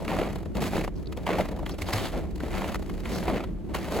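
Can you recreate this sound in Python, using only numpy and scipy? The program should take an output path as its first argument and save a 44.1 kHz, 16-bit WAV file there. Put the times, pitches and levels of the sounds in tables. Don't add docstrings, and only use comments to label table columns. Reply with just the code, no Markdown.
import sys
import numpy as np
from scipy import signal
from scipy.fft import rfft, irfft
from scipy.io import wavfile
from scipy.ndimage import uniform_filter1d

SR = 44100
rng = np.random.default_rng(int(sys.argv[2]) if len(sys.argv) > 2 else 0)


def unload_wav(signal):
    wavfile.write(
        sys.argv[1],
        SR,
        np.round(np.clip(np.atleast_2d(signal).T, -1, 1) * 32767).astype(np.int16),
    )


N = 176400

PACKING, CRUST, POWDER, GROAN = range(4)
# start, rise and hold in seconds, seconds to fall
# 20 dB, then packing, crust, powder and groan levels in dB before trim.
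BOOT_PUSHES = [ (-.02, .02, .06, .04, -37, -52, -58, -42), (.075, .02, .14, .17, -33.5, -39.5, -51, -35),
               (.545, .01, .035, .05, -34, -46, -56, -32), (.598, .015, .06, .09, -36, -39, -44, -33),
               (.708, .02, .065, .09, -33.5, -39.5, -48, -33), (.950, .008, .02, .12, -48, -62, -65, -42),
               (1.160, .01, .08, .05, -44, -55, -64, -48), (1.266, .002, .035, .19, -33, -35, -51, -39),
               (1.325, .05, .035, .1, -32, -39, -49, -41), (1.480, .01, .14, .05, -41, -59, -68, -45),
               (1.655, .01, .08, .05, -45, -53, -58, -49), (1.795, .004, .045, .1, -42, -48, -54, -42),
               (1.850, .02, .035, .05, -39, -43, -50, -42), (1.915, .015, .02, .08, -33, -34, -40, -37),
               (1.950, .02, .09, .1, -38, -37.5, -44, -41), (2.115, .025, .05, .14, -35, -46, -56, -39),
               (2.385, .04, .08, .1, -41, -50, -57, -43), (2.490, .04, .17, .09, -38.5, -41.5, -51, -41),
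               (2.790, .02, .2, .05, -50, -58, -64, -50), (3.025, .03, .05, .1, -43, -46, -54, -42),
               (3.075, .05, .08, .15, -36.5, -44.5, -48, -35), (3.230, .05, .09, .11, -32, -39.5, -53, -36),
               (3.683, .01, .04, .03, -43, -56, -69, -47), (3.735, .012, .008, .05, -35, -35, -44, -40),
               (3.765, .02, .13, .05, -39, -44, -52, -43), (3.890, .04, .1, .1, -33, -42, -47, -36)]
# packing, crust, powder and groan levels in dB before trim.
SETTLING_DB = (-56, -68, -78, -60)
# time in seconds, then packing, crust and powder targets in dB.
CRUST_SNAPS = [(.049, -33, -36, -48), (.079, -29, -31, -47), (.106, -32, -36, -47), (.117, -29, -33, -47),
               (.143, -29, -37, -50), (.187, -24, -31, -45), (.198, -27, -36, -47), (.213, -26, -33, -47),
               (.234, -29, -37, -49), (.274, -29, -41, -53), (.304, -36, -44, -54), (.329, -36, -41, -50),
               (.357, -32, -40, -48), (.385, -37, -47, -55), (.404, -35, -50, -60), (.429, -36, -48, -57),
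               (.457, -33, -46, -57), (.553, -32, -39, -48), (.569, -32, -39, -43), (.623, -28, -34, -41),
               (.662, -29, -34, -42), (.732, -26, -35, -44), (.747, -29, -35, -45), (.756, -28, -36, -43),
               (.779, -29, -36, -46), (.811, -29, -35, -44), (.839, -33, -39, -45), (.846, -31, -35, -45),
               (.877, -31, -38, -52), (1.028, -44, -51, -59), (1.125, -38, -37, -49),
               (1.173, -32, -39, -48), (1.233, -38, -51, -56), (1.267, -31, -28, -43),
               (1.291, -26, -31, -46), (1.354, -29, -35, -47), (1.387, -27, -34, -46),
               (1.399, -25, -33, -45), (1.408, -27, -30, -42), (1.455, -33, -37, -49),
               (1.487, -34, -39, -50), (1.516, -35, -46, -52), (1.564, -34, -47, -55),
               (1.592, -33, -44, -53), (1.629, -32, -48, -57), (1.662, -34, -35, -47),
               (1.694, -35, -38, -45), (1.74, -36, -45, -55), (1.786, -36, -38, -47), (1.82, -37, -35, -38),
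               (1.887, -32, -35, -43), (1.933, -29, -26, -33), (2.056, -30, -35, -43),
               (2.138, -30, -43, -53), (2.176, -29, -40, -50), (2.309, -40, -53, -58),
               (2.358, -36, -48, -51), (2.379, -39, -48, -56), (2.403, -34, -39, -51),
               (2.434, -30, -39, -51), (2.464, -32, -43, -52), (2.54, -32, -35, -48), (2.57, -33, -35, -47),
               (2.618, -31, -35, -46), (2.642, -33, -33, -47), (2.68, -34, -36, -44),
               (2.722, -35, -36, -47), (2.745, -33, -32, -42), (2.756, -32, -34, -45),
               (2.794, -37, -47, -53), (2.824, -35, -45, -51), (2.861, -38, -47, -55),
               (2.897, -42, -39, -50), (2.938, -40, -48, -54), (2.978, -38, -46, -55),
               (3.002, -37, -43, -51), (3.056, -36, -34, -49), (3.227, -30, -38, -49),
               (3.281, -25, -30, -49), (3.298, -28, -33, -48), (3.308, -28, -37, -49),
               (3.404, -33, -36, -54), (3.439, -32, -36, -52), (3.746, -32, -27, -40),
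               (3.769, -36, -34, -45), (3.88, -29, -38, -48), (3.944, -30, -36, -43),
               (3.968, -30, -37, -43), (3.988, -23, -35, -45)]
# packing, crust and powder in dB.
SNAP_BED_DB = (-40, -58, -70)
# frequency in Hz, relative gain in dB.
PACKING_EQ = [(60, -13), (120, -7), (190, 1), (260, -.5), (330, 1), (450, .5), (650, .3), (900, -8),
              (1400, -21), (3000, -45), (16000, -70)]
CRUST_EQ = [(100, -35), (500, -12), (900, -.5), (1200, -.5), (1600, -4), (2100, -2), (3000, -8.5),
            (4200, -17), (6000, -30), (16000, -45)]
POWDER_EQ = [(200, -35), (1500, -13), (3000, -1), (4300, 3), (5600, -2), (7500, -2.5), (9000, -5.5),
             (11500, -4), (13500, -8.5), (16000, -8)]
GROAN_EQ = [(40, -25), (85, -2), (125, -5), (185, 1), (240, -1), (330, -7), (500, -22), (2000, -60)]
# grains per second, size scatter, push trim and snap trim in dB,
# snap rise and decay in seconds, stereo width from 0 to 1, left minus right in dB.
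PACKING_TEXTURE = (1100, 2.8, .4, -1.3, .001, .003, .22, .6)
CRUST_TEXTURE = (2400, 3.3, .1, -3.2, .0012, .0027, .24, -1.1)
POWDER_TEXTURE = (5500, 3.6, 1.8, .4, .002, .0028, .38, .8)
# start and length in seconds, first and last pitch in Hz,
# level in dB.
SOLE_HOLLOWS = [(.1, .06, 950, 700, -37), (.178, .07, 440, 560, -31), (.61, .07, 400, 340, -39),
                (.725, .11, 360, 260, -33), (1.28, .095, 600, 500, -31), (1.38, .055, 700, 470, -29),
                (1.89, .17, 800, 600, -39), (2.14, .06, 600, 480, -39), (2.52, .2, 850, 620, -42),
                (3.27, .11, 640, 440, -33), (3.93, .09, 460, 380, -35)]
# start in seconds, pitch in Hz, peak in dB.
SLAB_KNOCKS = [(.118, 900, -26), (.188, 580, -20), (.213, 600, -24), (.878, 950, -25), (1.267, 950, -19),
               (1.271, 800, -23), (1.292, 800, -17), (1.387, 720, -20), (1.399, 650, -18),
               (1.888, 950, -24), (1.934, 850, -22), (2.619, 800, -24), (3.282, 750, -18)]
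ICE_TICKS = [(.08, 2300, -28), (.812, 2200, -29), (.841, 2200, -30), (1.124, 1100, -33), (1.266, 3000, -26),
             (1.27, 2200, -26), (1.409, 2100, -25), (1.663, 3100, -30), (1.665, 2000, -32),
             (1.695, 3200, -34), (1.697, 1050, -32), (1.82, 2200, -25), (1.93, 2100, -23),
             (1.935, 4900, -26), (2.406, 1450, -32), (2.745, 1900, -25), (2.756, 1300, -27),
             (2.897, 1050, -31), (3.057, 2200, -28)]
WEIGHT_BUMPS = [(.255, 52, -29), (.565, 55, -28), (.72, 90, -31), (.89, 46, -35), (1.53, 50, -30),
                (1.805, 90, -30), (1.928, 106, -23.5), (2.13, 52, -30), (2.21, 64, -30), (3.06, 55, -30),
                (3.24, 63, -27), (3.42, 62, -31), (3.83, 66, -32)]
# start and length in seconds, centre pitch in Hz, relative level in dB.
CHIP_SKITTERS = [(.955, .03, 4800, -62), (1.058, .004, 3700, -53), (1.067, .01, 4400, -51),
                 (1.71, .02, 4900, -50), (1.865, .025, 4000, -45), (1.925, .015, 4400, -40),
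                 (1.97, .11, 3700, -45), (3.12, .07, 4900, -48)]
# frequency in Hz, relative gain in dB.
WIND_EQ = [(20, -48), (30, -38), (38, 7), (51, -5), (64, 1), (80, -4), (125, -12), (185, -4.5),
           (250, -14.5), (330, -8.5), (450, -19.5), (700, -34), (1500, -44), (4000, -54), (16000, -63)]
# frequency in Hz, side minus mid in dB.
WIND_WIDTH = [(30, -9), (60, -6), (120, -1), (200, -1), (380, -4), (1000, -4), (8000, -1)]
# frequency in Hz, phase in half turns.
PORT_LEAD = [(0, 0), (4600, .2), (5400, .7), (6100, .05), (8100, 0), (8600, 1), (9400, 1), (9800, 0),
             (12200, 0), (12700, 1), (13900, 1), (14400, 0), (22050, 0)]


def snow_crunch(layer, eq, texture, slips):
    rate, scatter_db, push_trim_db, snap_trim_db, rise_s, decay_s, width, pan_db = texture
    push = boot_pressure(layer) * undb(push_trim_db)
    clicks = crust_snaps(layer, push) * undb(snap_trim_db)
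    click_gain, crumble_gain = .18, .88
    envelope = np.sqrt((push * slips) ** 2 + crumble_gain ** 2 * crumbling(clicks, rise_s, decay_s))
    mid = envelope * crackle(rate, scatter_db) + click_gain * clicks
    side = width * envelope * crackle(rate, scatter_db)
    balance = undb(np.array([[pan_db], [-pan_db]]) / 2)
    return stereo(colour(mid, eq), colour(side, eq)) * balance


def boot_pressure(layer):
    t = np.linspace(0, N / SR, N // 20)
    power = undb(SETTLING_DB[layer]) ** 2
    for start, rise, hold, fall, *db in BOOT_PUSHES:
        attack = np.clip((t - start) / rise, 0, 1)
        release = 10 ** (-np.maximum(t - start - rise - hold, 0) / fall)
        power = power + (undb(db[layer]) * attack * release) ** 2
    return np.interp(np.arange(N) / SR, t, np.sqrt(power))


def jerks(per_s=130, decay_s=.0018, smooth_share=.5):
    kicks = grains(per_s, scatter_db=2.2) ** 2
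    pole = np.exp(-1 / (decay_s * SR))
    slips = signal.lfilter([(1 - pole) ** 2], [1, -2 * pole, pole ** 2], kicks)
    return np.sqrt(smooth_share + (1 - smooth_share) * slips / slips.mean())


def crackle(rate, scatter_db, even_s=.012):
    clicks = grains(rate, scatter_db)
    local_power = np.abs(uniform_filter1d(clicks ** 2, int(even_s * SR)))
    return clicks / np.sqrt(local_power + 1e-3)


def crust_snaps(layer, push, length_s=.01, delay_s=.0013):
    clicks = np.zeros(N)
    for start, *db in CRUST_SNAPS:
        i = min(int((start + delay_s) * SR), N - 1)
        target = undb(db[layer]) ** 2
        shortfall = target - push[i] ** 2 - undb(SNAP_BED_DB[layer]) ** 2
        clicks[i] += np.sqrt(max(shortfall, target / 10) * length_s * SR)
    return clicks


def crumbling(clicks, rise_s, decay_s):
    t = np.arange(-SR // 20, SR // 20 + 1) / SR
    shape = np.exp(np.minimum(t / rise_s, -t / decay_s))
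    return np.abs(signal.oaconvolve(clicks ** 2, shape / shape.sum(), "same"))


def sole_hollows(grains_per_s=450, decay_cycles=1.5, scatter_db=2.5, fade_s=.01):
    out, age = np.zeros(N + SR), np.arange(SR // 40) / SR
    for start, length, first_hz, last_hz, db in SOLE_HOLLOWS:
        t = np.arange(int(length * SR)) / SR
        count = int(length * grains_per_s) + 1
        crunch = np.zeros(len(t) + len(age))
        for when, size in zip(rng.random(count), rng.standard_normal(count)):
            cycles = first_hz * (last_hz / first_hz) ** when * age
            ring = np.sin(2 * np.pi * cycles) * np.exp(-cycles / decay_cycles)
            i = int(when * len(t))
            crunch[i:i + len(age)] += np.sign(size) * undb(scatter_db * abs(size)) * ring
        fades = np.clip(np.minimum(t, length - t) / fade_s, 0, 1)
        i = int(start * SR)
        out[i:i + len(t)] += undb(db) * unit(crunch[:len(t)]) * fades
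    return out[:N]


def caving_slabs():
    return knocks(SLAB_KNOCKS, rise_s=.0011)


def ticking_ice():
    return knocks(ICE_TICKS, rise_s=.0008)


def body_weight():
    return knocks(WEIGHT_BUMPS, rise_s=.026)


def snowpack_groan(width=.65):
    load = boot_pressure(GROAN)
    mid, side = (colour(load * rng.standard_normal(N), GROAN_EQ) for _ in range(2))
    return stereo(mid, width * side)


def skittering_chips(per_s=700, decay_s=.0014, spread_octaves=.35):
    out, age = np.zeros((2, N)), np.arange(SR // 80) / SR
    for start, length, centre_hz, db in CHIP_SKITTERS:
        for when, pitch, pan in rng.random((int(length * per_s) + 1, 3)):
            hz = centre_hz * 2 ** (spread_octaves * (2 * pitch - 1))
            ring = np.sin(2 * np.pi * hz * age) * np.exp(-age / decay_s)
            i = int((start + when * length) * SR)
            out[:, i:i + len(age)] += 2 * undb(db) * ring * np.array([[.5 + pan], [1.5 - pan]])
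    return out


def wind(level_db=-34.9, flutter_db=1.4, flutter_hz=18):
    lowpass = 1 / (1 + (np.fft.rfftfreq(N, 1 / SR) / flutter_hz) ** 2) ** 2
    flutter = unit(irfft(rfft(rng.standard_normal(N)) * lowpass, N))
    envelope = undb(level_db + flutter_db * flutter)
    mid, side = (colour(envelope * rng.standard_normal(N), WIND_EQ) for _ in range(2))
    return stereo(mid, irfft(rfft(side) * gains(WIND_WIDTH), N))


def grains(rate, scatter_db):
    hits = rng.random(N) < rate / SR
    sizes = undb(scatter_db * np.clip(rng.standard_normal(N), -2, 2))
    return unit(hits * sizes * rng.choice([-1, 1], N))


def knocks(table, rise_s):
    out, age = np.zeros(N + SR // 2), np.arange(SR // 2) / SR
    swell = (age / rise_s * np.exp(1 - age / rise_s)) ** 2
    for (start, hz, db), phase in zip(table, rng.random(len(table))):
        i = int(start * SR)
        out[i:i + len(age)] += undb(db) * swell * np.sin(2 * np.pi * (hz * age + phase))
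    return out[:N]


def colour(x, eq, size=4096):
    cepstrum = irfft(np.log(unit(gains(eq, size=2 * size))))
    cepstrum[1:size] *= 2
    cepstrum[size:] = 0
    impulse = irfft(np.exp(rfft(cepstrum)))
    return signal.oaconvolve(x, impulse)[:N]


def gains(points, size=N):
    hz, db = np.array(points).T
    return undb(np.interp(np.log(np.fft.rfftfreq(size, 1 / SR) + 1), np.log(hz), db))


def stereo(mid, side):
    return np.array([mid + side, mid - side])


def undb(db):
    return 10 ** (np.asarray(db) / 20)


def unit(x):
    return x / np.sqrt(np.mean(x ** 2))


def scene():
    slips = jerks()
    packing = snow_crunch(PACKING, PACKING_EQ, PACKING_TEXTURE, slips)
    crust = snow_crunch(CRUST, CRUST_EQ, CRUST_TEXTURE, slips)
    powder = snow_crunch(POWDER, POWDER_EQ, POWDER_TEXTURE, slips)
    steps = packing + crust + powder + sole_hollows() + snowpack_groan()
    return steps + skittering_chips() + body_weight() + wind() + caving_slabs() + ticking_ice()


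def record(dry):
    hz, half_turns = np.array(PORT_LEAD).T
    lead = np.pi * np.interp(np.fft.rfftfreq(2 * N, 1 / SR), hz, half_turns)
    ports = irfft(rfft(dry, 2 * N) * np.exp(.5j * np.array([lead, -lead])))[:, :N]
    high_cut = signal.ellip(10, .2, 80, 15900, fs=SR, output="sos")
    return signal.sosfilt(high_cut, ports)


dry = scene()
out = record(dry)
unload_wav(out)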